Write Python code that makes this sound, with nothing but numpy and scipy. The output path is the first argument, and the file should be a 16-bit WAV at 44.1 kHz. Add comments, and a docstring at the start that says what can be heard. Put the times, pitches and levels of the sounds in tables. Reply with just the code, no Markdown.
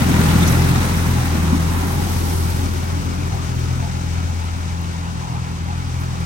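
"""Canal under a steel railway bridge: a longtail boat has just shot through and runs away to the right.
Its open exhaust drones in partials of the engine cycle and barks in bursts of low noise once per cycle.
The bare engine clatters and rings as modulated noise, and the pipe's mouth rasps at each firing.
Spray thrown up by the propeller rains back as clumped noise with splashes; the wake is left hissing."""
import sys
import numpy as np
from scipy import signal
from scipy.fft import rfft, irfft
from scipy.io import wavfile
from scipy.ndimage import map_coordinates

SR = 44100
rng = np.random.default_rng(int(sys.argv[2]) if len(sys.argv) > 2 else 0)


def master(y):
    """Save y as 16-bit WAV."""
    cut = np.clip(np.atleast_2d(y).T, -1, 1)
    pcm = np.round(cut * 32767)  # scale
    wavfile.write(sys.argv[1], SR, pcm.astype(np.int16))


N = 275625
TIME = np.arange(N) / SR
FREQS = np.maximum(np.fft.rfftfreq(N, 1 / SR), 1)
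NEAREST_S, NEAREST_M, BOAT_M_PER_S = 0.12, 4.96, 7.28
# Common swell of the weaker partials. Each row: time in seconds, swell in dB.
WEAK_SWELL = [(0, 1.5), (1, -3.5), (1.9, 4), (3, 3.5), (3.8, 2), (4.5, -9), (6.25, -1)]


def from_db(db):
    """Decibels to gain."""
    return 10 ** (np.asarray(db) / 20)


def rms_one(x):
    """Scale to unit power."""
    return x / np.sqrt(np.mean(x ** 2) + 1e-20)


def in_time(rows):
    """Each column of a curve table, interpolated at every sample."""
    s, *columns = np.transpose(rows)
    return [np.interp(TIME, s, c) for c in columns]


def in_hz(points):
    """A spectrum table, interpolated over log frequency."""
    hz, value = np.transpose(points)
    return np.interp(np.log(FREQS), np.log(hz), value)


def drift(corner_hz):
    """Random wander of unit RMS: white noise, low-passed."""
    return rms_one(irfft(rfft(rng.standard_normal(N)) / (1 + (FREQS / corner_hz) ** 2), N))


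def split_gain(left_minus_right_db):
    """Left and right gains, half the difference each way."""
    return from_db(np.array([[1], [-1]]) / 2 * left_minus_right_db)


def noise(spectrum, alike, modes=()):
    """Stereo turbulence with a colour and resonances, partly alike at the two microphone ports."""
    level_db = in_hz(spectrum)
    for hz, width_hz, lift_db in modes:
        level_db = level_db + lift_db / (1 + (2 * (FREQS - hz) / width_hz) ** 2)
    white = rfft(rng.standard_normal((2, N)))
    mid, side = rms_one(irfft(from_db(level_db) * white, N))
    alike = np.clip(alike, -1, 1)
    return np.sqrt((1 + alike) / 2) * mid + np.sqrt((1 - alike) / 2) * side * [[1], [-1]]


def throb(cycles, depth_db, second_db, delay_cycles):
    """A swell once per engine cycle, with a smaller one at each firing."""
    angle = 2 * np.pi * (cycles - delay_cycles)
    return rms_one(from_db(depth_db * np.cos(angle) + second_db * np.cos(2 * angle)))


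def distance_m():
    """How far off the boat is on its straight course at steady speed."""
    return np.hypot(NEAREST_M, BOAT_M_PER_S * (TIME - NEAREST_S))


def spreading_db(echo_db):
    """Direct sound falls as one over distance onto a steady bank echo; dB against the nearest direct sound."""
    return 10 * np.log10((NEAREST_M / distance_m()) ** 2 + from_db(echo_db) ** 2)


def off_the_water(x, share):
    """The water mirrors the sound; the detour shrinks with distance, so a comb of resonances sweeps upward."""
    bridge_height_m, engine_height_m = 5, 1.28
    ripple_cut_hz, sound_m_per_s = 1000, 343  # ripples mirror only the lower range
    direct_m = distance_m()
    detour_m = np.sqrt(direct_m ** 2 + 4 * bridge_height_m * engine_height_m) - direct_m
    read_at = np.arange(N) - detour_m / sound_m_per_s * SR
    mirrored = np.array([map_coordinates(port, [read_at], order=1, mode="nearest") for port in x])
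    pole = np.exp(-2 * np.pi * ripple_cut_hz / SR)
    dulled = signal.lfilter([1 - pole], [1, -pole], mirrored)
    return (x + share * dulled) / np.hypot(1, share)


def drone(cycles, flutter_db):
    """Unequal firings give clean partials on the cycle rate; they fade by a share of the spreading loss."""
    # Swells of orders 1 to 4 as bank echoes interfere. Each row: time in seconds, swell in dB.
    cycle_swell = [(0, -1), (.75, 4), (1.4, 1), (1.7, 4), (2.3, 3), (3.3, 3), (4.1, 2), (4.8, -2),
                   (6.25, 2)]
    second_swell = [(0.0, -5.5), (0.4, 0.5), (1.21, -3), (1.51, 3), (1.92, -1), (2.42, 3.5), (3.02, -1),
                    (3.93, -1), (4.23, 3.0), (5.04, -1.5), (5.24, -6), (5.65, 1.5), (5.85, -1), (6.25, 0.5)]
    third_swell = [(0, -7), (.55, 3.5), (.72, 4.5), (.97, -9), (1.2, 6.5), (1.45, -14), (2.2, -6),
                   (2.4, -5), (2.62, -12), (3.15, -2), (3.38, 0), (3.65, 4.5), (4.05, 2), (4.4, -8),
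                   (4.65, -10), (4.95, -5.5), (5.35, 4), (5.6, -2.5), (6, 5), (6.25, 3)]
    fourth_swell = [(0, -3), (.3, 6), (.55, -1.5), (1, 0), (1.22, -7), (1.4, 2), (1.65, 5), (2.02, -7),
                    (2.25, 0), (2.8, -10), (3.05, -0.5), (3.25, -7), (3.6, -1.5), (3.98, -1), (4.48, -7.5),
                    (4.8, 1.5), (5.3, 1), (5.75, -0.5), (5.95, -1.5), (6.25, 4)]
    # Weaker partials. Each row: cycle order, level in dB relative to weak_db.
    overtones = [(5, -43), (6, -31.5), (7, -34.5), (9, -22.5), (11, -34.5), (12, -31.5)]
    weak_db = -17 + in_time(WEAK_SWELL)[0]
    fade_db = 0.5 * spreading_db(echo_db=-40)  # the canal channels the low partials
    strong = [(1, -29.5, cycle_swell), (2, -17, second_swell), (3, -22, third_swell), (4, -24, fourth_swell)]
    partials = [(order, db + in_time(swell)[0]) for order, db, swell in strong]
    partials += [(order, db + weak_db) for order, db in overtones]
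    total = 0
    for order, db in partials:
        wander_db = flutter_db * np.sqrt(order) * drift(2.1)
        phase = np.pi * (order == 1)  # the lowest swings against the rest
        tone = np.cos(2 * np.pi * order * cycles + phase)
        total = total + from_db(db + fade_db + wander_db) * tone
    return -np.sqrt(2) * total


def exhaust(cycles, alike):
    """Puffs leave the pipe as bursts of low turbulence, blurred by echoes with distance, over a rumble."""
    # Colours of bark and rumble. Each row: frequency in Hz, relative dB per Hz.
    bark_spectrum = [(70, -66), (115, 6), (150, 6.5), (210, 5.5), (280, 0.5), (320, -2), (385, -6),
                     (430, -8.5), (540, -13), (650, -15), (800, -12), (2000, -54)]
    rumble_spectrum = [(20, -45), (35, -40), (41, -11), (58, -4.5), (100, 0), (145, -12.5), (185, -15.5),
                       (225, -25), (270, -18.5), (315, -28.5), (500, -60)]
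    # Resonances of the exhaust pipe. Each row: frequency in Hz, width in Hz, lift in dB.
    pipe_modes = [(277, 12.5, 5), (380, 47, 3)]
    swell_db = 0.36 * in_time(WEAK_SWELL)[0]
    base_db = -19 + 0.9 * spreading_db(echo_db=-24) + swell_db
    bark_db = base_db + 1.3
    rumble_db = -18.3 + 0.43 * base_db  # fades less, so carries farther
    clear = np.sqrt(NEAREST_M / distance_m())
    puffs = throb(cycles, depth_db=2 * clear, second_db=0.7 * clear, delay_cycles=0.72)
    bark = from_db(bark_db) * noise(bark_spectrum, alike, pipe_modes) * puffs
    rumble = from_db(rumble_db) * noise(rumble_spectrum, alike)
    return off_the_water(bark, share=0.17) + rumble


def thuds():
    """Short hollow booms: sines under brief bell-shaped swells."""
    # Each row: centre in seconds, pitch in Hz, envelope peak in dB, half-length to 1/e in seconds.
    booms = [(.02, 230, -11, .011), (.112, 260, -13, .009), (.175, 150, -14, .012), (.205, 220, -15, .014),
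             (.355, 230, -11, .009), (1.445, 200, -18, .014), (1.532, 230, -9.5, .009),
             (1.551, 260, -12, .008), (1.568, 250, -17.5, .007), (1.97, 145, -20, .022),
             (2.58, 84, -20, .018), (2.97, 280, -26, .03), (3.09, 270, -28, .04), (3.22, 290, -29, .03),
             (3.352, 110, -17, .013), (4.58, 250, -30, .018)]
    total = 0
    for centre_s, hz, peak_db, length_s in booms:
        since_s = TIME - centre_s
        swell = np.exp(-(since_s / length_s) ** 2)
        total = total + from_db(peak_db) * swell * np.sin(2 * np.pi * hz * since_s)
    return total


def clatter(cycles, alike):
    """Valve gear and combustion shake the bare block in time with the cycle and set it ringing."""
    # Colours of the rattle and the hollow ring. Each row: frequency in Hz, relative dB per Hz.
    rattle_spectrum = [(200, 2.5), (420, -3.5), (620, -9.5), (1050, -4.5), (1180, -1), (1370, 1.5),
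                       (1700, -9), (2400, -8), (3200, -13.5), (4500, -20), (8000, -40), (16000, -55)]
    ring_spectrum = [(500, -14.5), (740, 2.5), (835, 6.5), (880, 4.5), (950, 5.5), (1040, 5), (1200, -5),
                     (2000, -33)]
    # Ringing of the engine's metal. Each row: frequency in Hz, width in Hz, lift in dB.
    engine_modes = [(512, 14, 4), (1316, 52, 0), (2270, 36, 4.5), (3770, 260, 7)]
    # Swell of the hollow ring as bank echoes interfere. Each row: time in seconds, swell in dB.
    ring_swell = [(0, 1), (.8, 0.5), (1.2, -1), (1.7, 3), (2.5, 2.5), (3.2, -1), (3.9, 0), (4.9, 1),
                  (5.3, 3.5), (5.7, -1), (6.25, 1.5)]
    swell_db, = in_time(ring_swell)
    shake = throb(cycles, depth_db=0.75, second_db=0.4, delay_cycles=0.87) * from_db(0.8 * drift(18))
    rattle_db = -26.5 + 1.083 * spreading_db(echo_db=-9)
    rattle = from_db(rattle_db) * noise(rattle_spectrum, alike, engine_modes)
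    ring_db = -31.5 + swell_db + 0.61 * spreading_db(echo_db=-20) + 0.64 * drift(9)
    ring = from_db(ring_db) * (noise(ring_spectrum, alike) + whine())
    return off_the_water((rattle + ring) * shake, share=0.17)


def whine():
    """A thin tone within the ring that wavers slightly in pitch, comes and goes."""
    pitch_hz = 845 * (1 + 0.018 * drift(4.87))
    turns = np.cumsum(pitch_hz) / SR
    return from_db(-6) * drift(7.7) * np.sin(2 * np.pi * turns)


def rasp(cycles, alike):
    """Gas cracks at the pipe's mouth with each firing, strong and weak in turn; heard mainly close by."""
    # Colour of the rasp. Each row: frequency in Hz, relative dB per Hz.
    rasp_spectrum = [(900, -9), (1400, -28), (1900, 0.5), (2400, 3), (3000, -4), (4000, -9), (7000, -13),
                     (12000, -26)]
    # Resonances of the pipe's mouth. Each row: frequency in Hz, width in Hz, lift in dB.
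    mouth_modes = [(1320, 71, 6), (1900, 100, 5), (2290, 180, -3), (3760, 100, 1), (3970, 90, 15)]
    lead_cycles, decay_firings, floor = 0.16, 0.2, 0.24  # lead ahead of the drone; floor lasts between cracks
    weaker_db, spread_db = 3.5, 2.8
    facing_s, facing_length_s, facing_lift_db = 0.55, 0.33, 2.5  # pipe faces the bridge just after the pass
    firing, since = np.divmod(2 * (cycles + lead_cycles), 1)
    count = firing.astype(int)
    random_db = spread_db * rng.standard_normal(count.max() + 1)
    strength_db = random_db[count] - weaker_db * (count % 2)
    envelope = np.exp(-since / decay_firings) + floor
    cracks = rms_one(from_db(strength_db + 2 * drift(440)) * envelope)
    facing_db = facing_lift_db * np.exp(-((TIME - facing_s) / facing_length_s) ** 2)
    level_db = -34.5 + facing_db + 1.2 * spreading_db(echo_db=-23)
    return from_db(level_db) * noise(rasp_spectrum, 0.5 * alike, mouth_modes) * cracks


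def mingle(x, low_hz, high_hz, count):
    """Reflections from ripples and banks mingle, so each narrow midrange band flutters on its own."""
    flutter_db, flutter_hz = 2.4, 12
    place = (count + 1) * np.log(FREQS / low_hz) / np.log(high_hz / low_hz)
    spectrum, out = rfft(x), x
    for k in range(1, count + 1):
        band = irfft(spectrum * np.clip(1 - abs(place - k), 0, 1), N)
        flutter = rms_one(from_db(flutter_db * drift(flutter_hz)))
        out = out + band * (flutter - 1)
    return out


def spray(offset_db, pan_db):
    """The spray lands all around in clumps of drops, with a few bigger splashes."""
    # Colours of falling spray and fine mist. Each row: frequency in Hz, relative dB per Hz.
    spray_spectrum = [(2000, 9), (5000, -13), (7500, -5.5), (9000, 4.5), (10300, -10), (11700, 5.5),
                      (12700, -3), (14000, -16), (16000, 1.5)]
    mist_spectrum = [(2000, -22), (4500, 1), (6400, -7), (7500, -1), (9000, 5), (10300, -2.5), (11700, 7.5),
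                     (14000, -10), (16000, 3)]
    # Falling spray. Each row: time in seconds, level in dB before offset_db and distance.
    spray_fall = [(0.0, -34), (0.07, -36), (0.52, -33), (0.56, -34.5), (1.46, -38.5), (1.92, -38.5),
                  (2.4, -48.5), (3.06, -45.5), (5.66, -53), (6.25, -47)]
    # Stereo width. Each row: frequency in Hz, gain of the side signal in dB.
    spray_width = [(9500, 1), (10500, -10), (16000, 7.5)]
    mist_peak_s, mist_length_s, mist_db = 2.28, 0.47, -32.5
    fall_db, = in_time(spray_fall)
    drops = rms_one(from_db(1.3 * drift(900) + 1.1 * drift(25)))
    shower_db = offset_db + fall_db + 0.26 * spreading_db(echo_db=-28)
    shower = from_db(shower_db) * noise(spray_spectrum, 0) * drops
    mist_swell = np.exp(-((TIME - mist_peak_s) / mist_length_s) ** 2)
    mist = from_db(mist_db) * mist_swell * noise(mist_spectrum, 0) * drops
    left, right = (shower + mist + splashes()) * split_gain(pan_db)
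    side = irfft(rfft((left - right) / 2) * from_db(in_hz(spray_width)), N)
    return (left + right) / 2 + side * [[1], [-1]]


def splashes():
    """Splashes, slaps and ticks: short swells of band-limited noise."""
    # Each row: time in seconds, centre in Hz, peak level in dB, half-length in seconds, half-width in octaves.
    hits = [(0.238, 8600, -30, .005, .1), (0.29, 3300, -32, 0.009, .5), (0.313, 3000, -28, 0.011, 0.7),
            (0.433, 3700, -27.5, 0.01, 0.1), (0.434, 8460, -29, 0.0067, 0.07),
            (0.478, 11000, -24, 0.0037, 0.5), (0.482, 5865, -27, 0.0063, 0.018),
            (0.485, 6530, -29, 0.0067, 0.15), (0.498, 11000, -32, 0.0091, 0.28),
            (0.522, 11600, -26, 0.0048, 0.098), (3.342, 770, -34, 0.037, 0.19),
            (3.84, 700, -36, 0.035, 0.08), (3.855, 855, -34, .025, 0.07), (4.815, 13000, -45, 0.004, .4),
            (6.01, 11000, -45, .018, .4)]
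    out, white = 0, rfft(rng.standard_normal((2, N)))
    for s, hz, db, length_s, octaves in hits:
        band = rms_one(irfft(white * np.exp(-(np.log2(FREQS / hz) / octaves) ** 2), N))
        out = out + from_db(db) * np.exp(-((TIME - s) / length_s) ** 2) * band
    return out


def water(cycles, alike):
    """The wake hisses as turbulence, throbbing in step with the engine cycle."""
    # Colour of the wake. Each row: frequency in Hz, relative dB per Hz.
    wake_spectrum = [(200, -40), (500, 10), (900, 2.5), (1700, 5.5), (2500, 1.5), (3300, 2), (4300, 2),
                     (5400, 4), (6500, 3.5), (7500, -1.5), (9000, -2.5), (11000, -20), (16000, -40)]
    # Hiss of the wake. Each row: time in seconds, level in dB before the 4.5 dB lift.
    wake_hiss = [(0.0, -35), (0.05, -35), (0.5, -32), (0.52, -34), (0.82, -35.5), (1.93, -38.5),
                 (2.28, -37.5), (2.73, -40), (5.66, -44.5), (6.25, -42.5)]
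    hiss_db = in_time(wake_hiss)[0] + 4.5
    churn = throb(cycles, depth_db=0.53, second_db=0.2, delay_cycles=0.89) * from_db(0.76 * drift(18))
    return from_db(hiss_db) * noise(wake_spectrum, 0.24 * alike) * churn


def from_right(x, lag_ms):
    """Sound from the right reaches the left port later."""
    read_at = np.arange(N) - lag_ms * SR / 1000
    return np.array([map_coordinates(x[0], [read_at], order=3, mode="nearest"), x[1]])


def ports(x):
    """Each microphone port has its own colour; the pair's mean power is kept."""
    # Each row: frequency in Hz, left minus right in dB.
    port_balance = [(60, 2.6), (150, 1.3), (330, 2.1), (500, .2), (770, -1.5), (1170, .2), (1800, .5),
                    (2800, 2.0), (4200, 5.6), (6400, 8), (8500, 3), (11000, 0), (15000, 0)]
    gain = split_gain(in_hz(port_balance))
    return irfft(rfft(x) * gain / np.sqrt(np.mean(gain ** 2, axis=0)), N)


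def scene():
    """One crankshaft times drone, exhaust, engine and wake; the boat moves right amid falling spray."""
    # Engine speed. Each row: time in seconds, firings per second (two firings make one cycle).
    engine_speed = [(0, 83.2), (.12, 81.6), (.3, 82.7), (.5, 85.4), (.72, 86), (.95, 84.3), (1.12, 84.4),
                    (1.4, 80.7), (1.6, 81.9), (1.8, 85.4), (2, 86.4), (2.25, 84), (2.8, 84.1), (3.28, 85.6),
                    (3.5, 82.8), (3.78, 84.9), (4.35, 84.1), (4.9, 84.7), (5.15, 84.2), (5.28, 81.9),
                    (5.85, 85.2), (6.25, 83.5)]
    # Out from under the bridge into open view. Each row: time in seconds, left port lag in ms,
    # left minus right in dB, left-right likeness of the clatter, likeness of the exhaust.
    boat_path = [(0, .24, .1, .25, .95), (1.5, .26, -.3, .25, .93), (2.2, .36, 0, .45, .85),
                 (3.1, .375, 1, .62, .83), (5, .375, .9, .72, .8), (6.25, .375, -.3, .6, .7)]
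    firing_hz, = in_time(engine_speed)
    lag_ms, pan_db, clatter_alike, exhaust_alike = in_time(boat_path)
    cycles = np.cumsum(firing_hz / 2) / SR
    bass = drone(cycles, flutter_db=0.3) + exhaust(cycles, exhaust_alike) + thuds()
    engine = clatter(cycles, clatter_alike) + rasp(cycles, clatter_alike)
    fluttering = mingle(engine, low_hz=604, high_hz=2790, count=19)
    treble = fluttering + water(cycles, clatter_alike)
    bass_lag_ms = 1.81 * lag_ms  # long waves bend round the microphone body and lag more
    boat = from_right(bass, bass_lag_ms) + from_right(treble, lag_ms)
    return ports(boat * split_gain(pan_db)) + spray(offset_db=8.5, pan_db=-1.5)


def record(dry):
    """The lowest rumble and the top are cut steeply."""
    low_cut_hz, cutoff_hz = 36, 15900
    thinned = signal.sosfilt(signal.butter(6, low_cut_hz, "high", fs=SR, output="sos"), dry)
    return signal.sosfilt(signal.ellip(12, 0.1, 90, cutoff_hz, fs=SR, output="sos"), thinned)


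dry = scene()
out = record(dry)
master(out)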